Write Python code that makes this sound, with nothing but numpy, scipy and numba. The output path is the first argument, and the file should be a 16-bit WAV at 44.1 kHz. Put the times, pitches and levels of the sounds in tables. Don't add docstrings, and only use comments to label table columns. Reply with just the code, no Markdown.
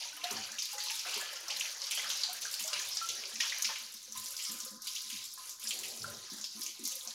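import sys
import numpy as np
from scipy import signal
from scipy.fft import rfft, irfft, next_fast_len
from scipy.io import wavfile
from numba import njit

SR = 44100
rng = np.random.default_rng(int(sys.argv[2]) if len(sys.argv) > 2 else 0)


def linear_from_db(decibels):
    return 10 ** (np.asarray(decibels, float) / 20)


def output_pcm(signal):
    pcm = np.clip(np.atleast_2d(signal).T, -1, 1) * 32767
    wavfile.write(sys.argv[1], SR, np.round(pcm).astype(np.int16))


N = 314865
TIME = np.arange(N) / SR


def noise(n=N):
    return rng.standard_normal(n)


def unit(x):
    return x / np.sqrt(np.mean(x ** 2))


def band(x, lo_hz, hi_hz):
    sos = signal.butter(3, [lo_hz, min(hi_hz, SR / 2.2)], "band", fs=SR, output="sos")
    return signal.sosfilt(sos, x)


def colour(x, points):
    hz, db = np.transpose(points)
    grid = np.log(np.fft.rfftfreq(len(x), 1 / SR) + 1)
    return irfft(rfft(x) * linear_from_db(np.interp(grid, np.log(hz), db)), len(x))


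def decay(t, t60):
    return np.exp(-np.log(1000) * t / t60)


def fading(starts, fade_s):
    return signal.lfilter([1], [1, -np.exp(-1 / (fade_s * SR))], starts)


def impulses(table):
    out = np.zeros(N)
    s, db = np.transpose(table)
    out[(s * SR).astype(int)] = linear_from_db(db)
    return out


def jumps(s, db, fade_s):
    coarse = TIME[::32]
    age = coarse - s[:, None]
    sinking = (age >= 0) * db[:, None] * np.exp(-abs(age) / fade_s[:, None])
    return np.interp(TIME, coarse, np.sum(sinking, axis=0))


def swells(table, attack_s, release_s):
    out = 0
    for s, length, db in table:
        attack = np.clip((TIME - s) / attack_s, 0, 1)
        release = np.exp(-np.maximum(TIME - s - length, 0) / release_s)
        out = out + linear_from_db(db) * attack * release
    return out


def steady(modes, share):
    notes = 0
    for hz, width, db in modes:
        note = linear_from_db(db) * unit(band(noise(), hz - width / 2, hz + width / 2))
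        envelope = abs(signal.hilbert(note, next_fast_len(N))[:N])
        notes = notes + note * linear_from_db(db * share) / (envelope + 0.095) ** share
    return unit(notes)


@njit
def rings(start, hz, t60, size, rise, swell, n):
    out = np.zeros(n)
    for k in range(len(start)):
        length = int(t60[k] * SR) + 2
        p = np.exp(2j * np.pi * hz[k] / SR - np.log(1000) / length)
        glide = np.exp(2j * np.pi * hz[k] * rise / SR / length)
        z, closed = size[k] + 0j, 1.
        first = int(start[k] * SR)
        for i in range(first, min(first + length, n)):
            closed *= np.exp(-hz[k] / (swell * SR))
            out[i] += z.imag * (1 - closed)
            z *= p
            p *= glide
    return out


# frequency in Hz, level in dB per Hz.
WATER = [(210, -21), (350, -9.5), (664, -13), (707, -13), (779, -11.5), (1360, -7.5), (1480, -6),
         (2670, -0.5), (5840, 7), (6750, 7), (8170, -11.5), (10900, -8.5), (16000, -21.5)]


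def droplets(lo_hz, hi_hz, cycles, spread_db, hiss_db, gusty, count, wide=0.):
    pocket_db = 1.5
    when, pitch, rare = rng.random((count, 3)).T
    hz = lo_hz * (hi_hz / lo_hz) ** pitch
    size_db = -spread_db * np.log(1 - .98 * rare)
    drops = rings(when * N / SR, hz, cycles / hz, linear_from_db(size_db), 0.367, 0.22, N)
    edges, hiss = np.geomspace(lo_hz, hi_hz, num=7), 0
    broad = None
    for lo, hi in zip(edges, edges[1:]):
        starts = (rng.random(N) < 25 / SR) * rng.random(N)
        if broad is None:
            broad = fading(starts, 0.0075)
        splashes = wide * broad + (1 - wide) * fading(starts, .018)
        pockets = linear_from_db(pocket_db * unit(band(noise(), 2, 12)))
        hiss = hiss + band(noise() * (1 + gusty * splashes) * pockets, lo, hi)
    mix = unit(drops) + linear_from_db(hiss_db) * unit(hiss)
    return unit(band(colour(mix, WATER), lo_hz / 0.91, hi_hz * 0.89))


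# time in seconds, flow in dB, pooling in dB, mist in dB relative to the flow.
FLOW = [(0.0, -38.5, -7.5, -10), (0.15, -48, -8, -6), (0.66, -47.5, -14, -9), (0.97, -44, -15, -4.5),
        (1.2, -47.5, -6, -7.5), (1.42, -51, -8, -4.5), (2.1, -41.5, -10.5, -8.5), (2.4, -45, -8, -5),
        (2.9, -42, -10.5, -7), (3.35, -43.5, -12, -8.5), (3.7, -43.5, -10, -10), (4.05, -50.5, -13.5, -3.5),
        (4.5, -48, -10.5, 0), (5.0, -44, -16.5, -5.5), (5.45, -48.5, -10.5, -1), (5.9, -48.5, -14, -1.5),
        (6.3, -48, -10, -7), (7.14, -51.5, -7, 0)]


def control(column):
    table = np.array(FLOW)
    return np.interp(TIME, table[:, 0], table[:, column])


# frequency in Hz, level in dB per Hz.
KITCHEN = [(15, 9), (25, 13), (48, 12), (397, 21.5), (515, 9), (784, -67), (1040, -34), (1430, 25),
           (3000, -32), (3900, -59), (6600, -120)]


def kitchen():
    return linear_from_db(-75.5) * unit(colour(noise(), KITCHEN))


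# start in seconds, length in seconds, level in dB.
RUMBLES = [(.31, 0.089, -65), (2.413, .04, -76), (2.744, .05, -74), (2.85, .15, -77), (3.08, 0.053, -73),
           (4.5, 0.045, -82), (5.8, .06, -72), (4.15, 0.054, -72.5), (5.13, 0.02, -70), (6.0, 0.15, -59)]


def rumble():
    return unit(band(noise(), 82.0, 141)) * (linear_from_db(-89) + swells(RUMBLES, 0.013, 0.051))


# frequency in Hz, width in Hz, level in dB.
HOLLOW = [
    (219.4, 28.3, 6.5),
    (299, 28, -3.5),
]
# start in seconds, length in seconds, level in dB.
BOOMS = [(.305, 0.11, -58), (.5, 0.052, -69), (1.158, 0.025, -63), (1.53, 0.086, -76), (2.03, 0.073, -73),
         (2.6, 0.031, -65), (2.75, 0.027, -71), (3.18, 0.02, -68), (3.33, 0.067, -63.5),
         (3.64, 0.054, -67.5), (3.8, 0.058, -74), (3.94, 0.019, -68), (4.09, 0.16, -68.5),
         (4.487, 0.069, -58.5), (4.627, 0.021, -63), (4.706, 0.066, -59), (5.12, 0.034, -59.5),
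         (5.636, 0.066, -65), (5.74, 0.14, -72), (5.92, 0.098, -65.5), (6.03, 0.15, -64),
         (5.04, 0.057, -73.5), (6.37, 0.059, -68), (2.3, 0.12, -79.5), (2.12, 0.065, -78),
         (6.312, 0.036, -56.5), (6.546, 0.05, -58.5), (6.79, 0.076, -60), (7.06, 0.045, -67.5)]


def boom():
    attack_s, release_s, tail_s = 0.0074, 0.0069, 0.1
    struck = swells(BOOMS, attack_s, release_s) + 0.2 * swells(BOOMS, attack_s, tail_s)
    return band(steady(HOLLOW, 1) * (linear_from_db(-104) + struck), 114, 550)


# start in seconds, length in seconds, level in dB.
KNOCKS = [(0.311, 0.047, -55), (1.054, .04, -73), (4.495, 0.089, -68.5), (6.313, 0.041, -59),
          (6.547, 0.048, -60), (6.635, 0.074, -70), (6.79, 0.061, -57)]


def knocks():
    return band(unit(band(noise(), 257, 375)) * swells(KNOCKS, 0.003, 0.025), 100, 1000)


# frequency in Hz, width in Hz, level in dB.
DRAIN = [
    (1031.6, 50.5, 4),
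    (1234.5, 60, 1.5),
]
# time in seconds, glug jump in dB, drain jump in dB,
# fade in seconds.
GULPS = [(0.17, 5.5, 22, 0.14), (0.234, 10, -2, 0.92), (0.305, 6.5, 10, 1), (0.731, 10, 11, 0.14),
         (0.869, 2, 11.5, 0.062), (1.052, 10.5, 0, 0.16), (1.481, 7, -1, 0.48), (1.973, 9, -1, 0.11),
         (2.24, -1, 9, 0.29), (2.7, 4.5, 21, 0.078), (2.728, 11, 9, 0.1), (1.325, 5.5, -14, 0.066),
         (0.6, -12, -3.5, 0.2), (3.93, -3, -10, 0.1), (6.45, -9.5, -6, 0.37), (6.7, -2.5, -17, 0.1),
         (5.25, -6, -7, 0.12), (3.0, 6, -8, 0.086), (3.18, 8, -3, 0.24), (3.401, 7, 12, 0.21),
         (3.591, -4, 14, 0.047), (3.69, 10, 22, 0.089), (4.148, 6, 15, 0.36), (4.47, 3, 10, 0.97),
         (5.376, 5, 21.5, 0.084), (5.65, 7, 5, 0.73), (6.04, -0.5, 10.5, 0.25), (6.57, -1, 14, 0.37),
         (6.86, 2, 8, 0.13), (7.051, 5, 7, 0.069)]
# time in seconds, peak in dB, fade in seconds.
PUFFS = [(0.744, -48.5, 0.025), (0.827, -60, 0.044), (3.899, -66, 0.047), (4.078, -56.5, 0.023),
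         (4.256, -59.5, 0.077), (4.504, -53, 0.04), (4.715, -53, 0.025), (5.459, -62, 0.033),
         (5.63, -58, 0.036), (6.642, -61.5, 0.052), (6.916, -56, 0.07), (7.034, -54.5, 0.06)]


def drain():
    s, _, drain_jump, fade = np.transpose(GULPS)
    level_db = -74.5 + 0.22 * (control(1) + 47) + jumps(s, drain_jump, fade)
    waver_db = 1.2 * unit(band(noise(), 6.7, 13.6))
    hum = steady(DRAIN, 0.38) * linear_from_db(level_db + waver_db)
    puffs = swells([(s, fade, db) for s, db, fade in PUFFS], 0.0028, 0.021)
    throat = unit(band(noise(), 500, 560))
    return hum + linear_from_db(-11) * throat * puffs


# start in seconds, length in seconds, level in dB.
GARGLES = [(0.31, 0.086, -60), (1.05, 0.075, -62), (1.16, 0.024, -60), (1.3, 0.23, -70.5),
           (2.4, 0.039, -63), (2.75, 0.14, -69), (3.05, 0.22, -59.5), (5.7, 0.36, -59.5),
           (6.07, 0.14, -63.5)]


def gargle():
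    churn = droplets(298.7, 872, cycles=70, spread_db=6.5, hiss_db=4.0, gusty=0.89, count=900)
    return churn * swells(GARGLES, 0.048, 0.052)


def tiles(x, t60, wet_db):
    t = TIME[:SR // 2]
    tail = noise(len(t)) * decay(t, t60) * np.minimum(t / 0.00021, 1)
    tail = tail / np.sqrt(np.sum(tail ** 2))
    return x + linear_from_db(wet_db) * signal.fftconvolve(x, tail)[:N]


# time in seconds, peak in dB, pitch in Hz, decay time t60 in seconds.
BUBBLES = [(0.053, -41.5, 953, 0.18), (0.129, -39.5, 1490, 0.067), (0.141, -55, 298, 1),
           (0.236, -29.5, 705, 0.26), (0.308, -30, 405, 0.073), (0.373, -31.5, 761, 0.13),
           (0.491, -33.5, 1560, 0.081), (0.732, -38.5, 828, 0.55), (0.87, -42.5, 970, 0.12),
           (0.909, -39, 900, 0.15), (1.062, -43, 2000, 0.097), (1.165, -34.5, 413, 0.086),
           (1.2, -34, 1705, 0.33), (1.501, -42, 1063, 0.12), (1.995, -27, 2034, 0.08),
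           (2.288, -34.5, 728, 0.13), (2.347, -36, 1575, 0.087), (2.453, -27, 1570, 0.036),
           (2.646, -39, 631, 0.32), (2.685, -38, 1390, 0.13), (3.014, -28, 1335, 0.23),
           (3.403, -21.5, 1860, 0.054), (3.523, -18.5, 1960, 0.026), (3.696, -32, 887, 0.077),
           (4.154, -36, 1016, 0.2), (4.663, -38, 515, 0.093), (5.38, -46, 1060, 0.12),
           (6.043, -25.5, 1384, 0.061), (0.78, -37, 1980, 0.083), (1.06, -36, 717, 0.086),
           (1.36, -41, 1375, 0.2), (1.472, -41, 1080, 0.05), (1.515, -39.5, 832, 0.16),
           (2.24, -41, 850, 0.12), (2.725, -44, 586, 0.21), (2.968, -42, 1300, 0.089),
           (4.118, -55, 1250, 0.17), (4.466, -47, 1284, 0.34), (6.042, -38, 1560, 0.17),
           (6.077, -39.5, 574, 0.21), (6.54, -61.5, 717, 0.36), (0.8, -42, 842, 0.6),
           (6.059, -42, 1460, 0.23), (0.174, -32, 2970, 0.03), (0.215, -31, 2700, 0.033),
           (7.075, -42.5, 704, 0.057)]


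def bubbles():
    s, db, hz, t60 = np.transpose(BUBBLES)
    heave = unit(band(noise(), 6.2, 66))
    return rings(s, hz, t60, linear_from_db(db - 7.5), 0.073, 1.0, N) * (1 + 0.26 * heave)


# time in seconds, peak in dB.
SPITS = [(0.1665, -33), (0.2384, -32), (0.3082, -29), (0.5841, -36), (0.627, -31), (0.6539, -29.5),
         (0.731, -27), (0.837, -28.5), (1.1767, -27), (1.481, -34), (1.5697, -29), (1.5963, -39),
         (1.906, -34), (2.172, -32), (2.2383, -37), (2.33, -24), (2.4189, -33), (2.5122, -34),
         (2.5403, -24.5), (2.605, -25), (2.6394, -33), (2.8863, -26), (3.0879, -40), (3.4057, -40),
         (3.5833, -27.5), (3.6224, -19.5), (3.8244, -36), (3.94, -30.5), (4.1644, -36), (4.1984, -28),
         (4.26, -30), (4.3225, -31), (4.365, -34), (4.5396, -31), (4.8196, -31), (4.8703, -27),
         (4.9506, -34), (5.1013, -30.5), (5.3371, -29.5), (5.4939, -33), (5.5972, -32), (5.8885, -34),
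         (5.9733, -39), (6.1, -31), (6.4438, -38), (6.5919, -33), (6.6099, -31), (6.6318, -25.5),
         (6.6628, -36), (6.8374, -29), (6.8518, -26), (6.875, -22), (6.954, -24), (7.0499, -31)]


def spits():
    starts = impulses(SPITS)
    puff = fading(starts, 0.0046) + .5 * fading(starts, 0.015)
    mist = unit(band(noise(), 8200, 14300)) * puff
    return linear_from_db(-16.0) * mist + linear_from_db(1.0) * band(starts, 3800, 13000)


# time in seconds, peak in dB, centre in Hz, decay time t60 in seconds.
SMACKS = [(0.173, -36, 2950, 0.089), (0.2145, -30.5, 2680, 0.13), (0.2374, -27, 3320, 0.092),
          (0.2728, -39, 3070, 0.1), (0.301, -26.5, 2680, 0.1), (0.5844, -24, 2940, 0.069),
          (0.02, -30.5, 2970, 0.25), (0.8584, -34, 3110, 0.12), (0.8996, -31, 2710, 0.11),
          (0.9938, -29, 2940, 0.11), (1.068, -39, 2010, 0.094), (1.197, -27, 1600, 0.14),
          (1.503, -24, 2960, 0.14), (1.608, -20.5, 3000, 0.11), (1.6538, -25, 2260, 0.13),
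          (0.884, -21, 4200, 0.08), (0.821, -33, 4200, 0.062), (1.9709, -38, 2950, 0.088),
          (1.9937, -33, 2090, 0.12), (2.1015, -22, 3280, 0.15), (2.092, -27, 6500, 0.04),
          (2.448, -22, 5700, 0.056), (2.4546, -35, 1600, 0.15), (0.436, -26, 4340, 0.06),
          (2.7325, -30, 3190, 0.092), (5.629, -33, 3350, 0.1), (3.0885, -22, 3230, 0.18),
          (3.2373, -30, 2680, 0.14), (3.359, -31, 2380, 0.092), (3.405, -13, 2700, 0.06),
          (3.5249, -25.5, 2000, 0.18), (3.5938, -25, 1950, 0.1), (3.6477, -19, 2350, 0.072),
          (3.7557, -28.5, 2790, 0.24), (4.1594, -35.5, 2000, 0.083), (4.3954, -33, 2320, 0.1),
          (4.8697, -30, 3150, 0.14), (4.9617, -23.5, 3350, 0.13), (5.1005, -27.5, 2840, 0.1),
          (5.7071, -20.5, 2900, 0.13), (5.8351, -27, 2500, 0.17), (6.044, -38, 1380, 0.088),
          (6.4403, -31, 3100, 0.13), (6.662, -31, 2760, 0.073), (6.9223, -33, 3270, 0.11)]


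def smacks():
    out = np.zeros(N)
    t = TIME[:SR // 4]
    span = 1.24
    for s, db, hz, t60 in SMACKS:
        burst = unit(band(noise(len(t)), hz / span, hz * span))
        shape = 0.51 * np.exp(-t / 0.0013) + 0.55 * decay(t, t60)
        i = int(s * SR)
        out[i:i + len(t)] += (linear_from_db(db - 11) * burst * shape)[:N - i]
    return out


# time in seconds, peak in dB, centre in Hz, decay time t60 in seconds.
SLAPS = [(0.2414, -22.5, 4030, 0.06), (0.5884, -25.5, 5830, 0.28), (0.621, -25, 5100, 0.27),
         (0.803, -27.5, 4600, 0.46), (0.8583, -29, 4260, 0.2), (1.1405, -23, 4750, 0.38),
         (1.504, -25, 4960, 0.28), (1.597, -23, 6600, 0.078), (1.609, -26.5, 2940, 0.1),
         (1.84, -23.5, 4940, 0.088), (1.91, -28, 3060, 0.1), (1.9738, -25, 3430, 0.33),
         (2.1023, -28, 6200, 0.53), (2.234, -20, 4500, 0.39), (2.4192, -29.5, 5700, 0.46),
         (2.54, -25, 4840, 0.22), (2.678, -22, 5430, 0.13), (2.731, -21, 4560, 0.1),
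         (2.9703, -21.5, 5400, 0.17), (3.089, -23.5, 6150, 0.076), (3.406, -20, 5700, 0.17),
         (3.622, -20, 6000, 0.089), (3.6547, -23, 5730, 0.086), (4.9527, -28, 6200, 0.21),
         (5.672, -25.5, 5300, 0.14), (5.7068, -26.5, 4500, 0.4), (6.442, -27, 5030, 0.34),
         (6.6166, -28, 5360, 0.32), (6.6628, -27, 6360, 0.25), (6.8533, -24, 6100, 0.5)]
# time in seconds, peak in dB, centre in Hz.
FLICKS = [(0.3097, -25.5, 6000), (0.3654, -29.5, 5430), (0.519, -35, 5730), (0.7818, -26.5, 6400),
          (0.899, -26, 2730), (0.993, -26, 5430), (0.654, -29, 4300), (1.482, -26.5, 5440),
          (1.5641, -25.5, 4400), (1.658, -30.5, 3420), (1.818, -28, 5000), (1.8688, -28, 5040),
          (2.214, -28, 5070), (2.6387, -26, 6700), (2.793, -28, 5940), (2.816, -25, 6300),
          (3.356, -28, 5700), (3.496, -24, 4100), (3.7356, -33, 4500), (3.758, -30, 2450),
          (0.04, -42, 5400), (0.954, -33, 4470), (1.359, -31, 5600), (2.513, -33, 5270), (3.255, -30, 4800),
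          (4.123, -34.5, 6060), (5.9737, -34, 5960), (6.92, -34, 4140), (7.01, -34.5, 3830),
          (7.105, -31, 4470)]
# time in seconds, peak in dB, centre in Hz.
LUMPS = [(4.259, -29.5, 5600), (4.366, -29.5, 5360), (4.394, -32.5, 5800), (4.4506, -27, 5400),
         (4.491, -31.5, 5260), (4.6017, -28.5, 6000), (5.509, -35, 6500), (4.8204, -36, 5850),
         (4.8702, -30, 4640), (5.89, -35, 6900), (5.494, -32.5, 5940), (5.8344, -39, 4840),
         (6.0191, -31.5, 5000), (6.3, -36, 4770), (6.412, -29, 6250), (6.84, -30, 6140), (7.074, -30, 6000)]


def slaps():
    out = np.zeros(N)
    t = TIME[:SR // 3]
    flicks = [(*row, 0.14) for row in FLICKS]
    lumps = [(*row, 0.22) for row in LUMPS]
    for s, db, hz, t60 in SLAPS + flicks + lumps:
        crackle_db = 1.6 * noise(len(t) // 60 + 1).repeat(60)[:len(t)]
        splinters = noise(len(t)) * linear_from_db(crackle_db)
        core = unit(band(splinters, hz / 1.17, hz * 1.12))
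        skirt = unit(band(splinters, hz / 1.434, min(hz * 2.1, 6900)))
        burst = core + linear_from_db(0.5) * skirt
        shape = 0.42 * np.exp(-t / 0.0041) + 0.37 * decay(t, t60)
        crack = band(1. * (t == 0), hz / 1.08, hz * 1.13)
        hit = linear_from_db(db - 9.5) * burst * shape + linear_from_db(db - 6.0) * crack / crack.max()
        i = int(s * SR)
        out[i:i + len(t)] += hit[:N - i]
    return out


# time in seconds, patter jump in dB, slosh jump in dB, fade in seconds.
GUSHES = [(0.239, 5.5, 12.5, 1), (0.592, 7, 10, 0.078), (0.782, 1.5, 5, 0.57), (1.066, 5, 6.5, 0.24),
          (1.499, 5.5, 13, 0.088), (1.601, 5, 3.5, 0.23), (1.91, 6, 14.5, 0.1), (2.104, 4.5, 3, 0.13),
          (2.233, -6, -5, 0.088), (2.421, 4.5, 4, 0.05), (2.592, 7.5, 9, 0.04), (2.682, -2, 1.5, 0.66),
          (3.089, 8, 5, 0.033), (3.402, 10, 17.5, 0.16), (3.645, 12.5, 11, 0.061), (4.151, 6, 8, 0.22),
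          (4.39, 4.5, 13, 0.11), (4.87, 7.5, 12.5, 0.055), (4.95, 3.5, 5, 0.093), (2.731, 6.5, 9, 0.15),
          (6.662, -3, 6.5, 0.062), (6.92, -2, -3, 0.031), (7.01, -3.5, -7, 0.049), (5.101, 4.5, 11.5, 0.29),
          (5.535, -2, 10, 0.07), (5.6, 4, 3.5, 0.21), (5.707, 3.5, 5, 0.25), (5.834, 5.5, 14, 0.039),
          (6.61, 6, 3.5, 0.18), (6.852, 7.5, 4.5, 0.2), (6.14, 2, -9, 0.061), (6.3, 4, -10, 0.1),
          (6.5, 3.5, -5.5, 0.1), (6.72, -3.5, -5, 0.15)]
# middle in seconds, length in seconds, depth in dB.
LULLS = [(0.564, 0.094, 1.5), (1.771, 0.087, 2.5), (2.405, 0.013, 4), (4.744, 0.12, 3), (4.796, 0.055, 7),
         (5.337, 0.15, 3), (5.569, 0.076, 4.5), (2.4, 0.015, 3), (0.774, 0.015, 3), (6.5, 0.038, 3)]


def stream():
    lull_db = sum(db * np.exp(-(2 * (TIME - middle) / length) ** 2) for middle, length, db in LULLS)
    flow_db, pool_db, mist_db = control(1), control(2), control(3)
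    s, patter_jump, slosh_jump, fade = np.transpose(GUSHES)
    patter_db = flow_db + jumps(s, patter_jump, fade) - lull_db
    slosh_db = flow_db + pool_db - 2.5 + jumps(s, slosh_jump, fade) - 5 * lull_db
    spray_db = patter_db + mist_db - lull_db
    s, glug_jump, _, fade = np.transpose(GULPS)
    glug_db = flow_db + 1.218 * pool_db - 0.5 + jumps(s, glug_jump, fade) - lull_db

    glug = droplets(414.4, 2067, cycles=58, spread_db=1.5, hiss_db=2.5, gusty=7.4, count=1800)
    slosh = droplets(1839, 3724, cycles=33, spread_db=-2.5, hiss_db=4.0, gusty=1.75, count=2500)
    patter = droplets(3116, 7530, cycles=48, spread_db=4.5, hiss_db=2.5, gusty=2.6, count=7000, wide=0.21)
    spray = droplets(7110, 21500, cycles=32, spread_db=3.0, hiss_db=5.0, gusty=7.3, count=7000, wide=.75)

    deep_hz, heavy_hz = 930, 4640
    glug = band(glug, deep_hz, 2880) + linear_from_db(7 + 0.69 * pool_db) * band(glug, 511, deep_hz)
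    patter = band(patter, heavy_hz, 7700) + linear_from_db(-0.89 * lull_db) * band(patter, 2250, heavy_hz)
    landings = impulses([row[:2] for row in SLAPS + FLICKS + LUMPS])
    spray = spray * (1 + linear_from_db(20) * fading(landings, 0.0019))

    low = linear_from_db(glug_db - 4.0) * glug + linear_from_db(slosh_db + 0.23) * slosh
    return low + linear_from_db(spray_db - 2.0) * spray + linear_from_db(patter_db - 1.98) * patter


def scene():
    sink = boom() + knocks() + rumble() + drain() + gargle()
    near = bubbles() + spits() + smacks() + slaps() + stream()
    return (kitchen() + sink + tiles(near, t60=0.48, wet_db=-8.5))[None]


def band_limit(x):
    return signal.sosfilt(signal.butter(12, 16610, fs=SR, output="sos"), x)


def record(dry):
    low_pass = signal.ellip(10, .2, 60, 15900, fs=SR, output="sos")
    mix = signal.sosfilt(low_pass, dry) - 0.000068
    return band_limit(mix)


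dry = scene()
out = record(dry)
output_pcm(out)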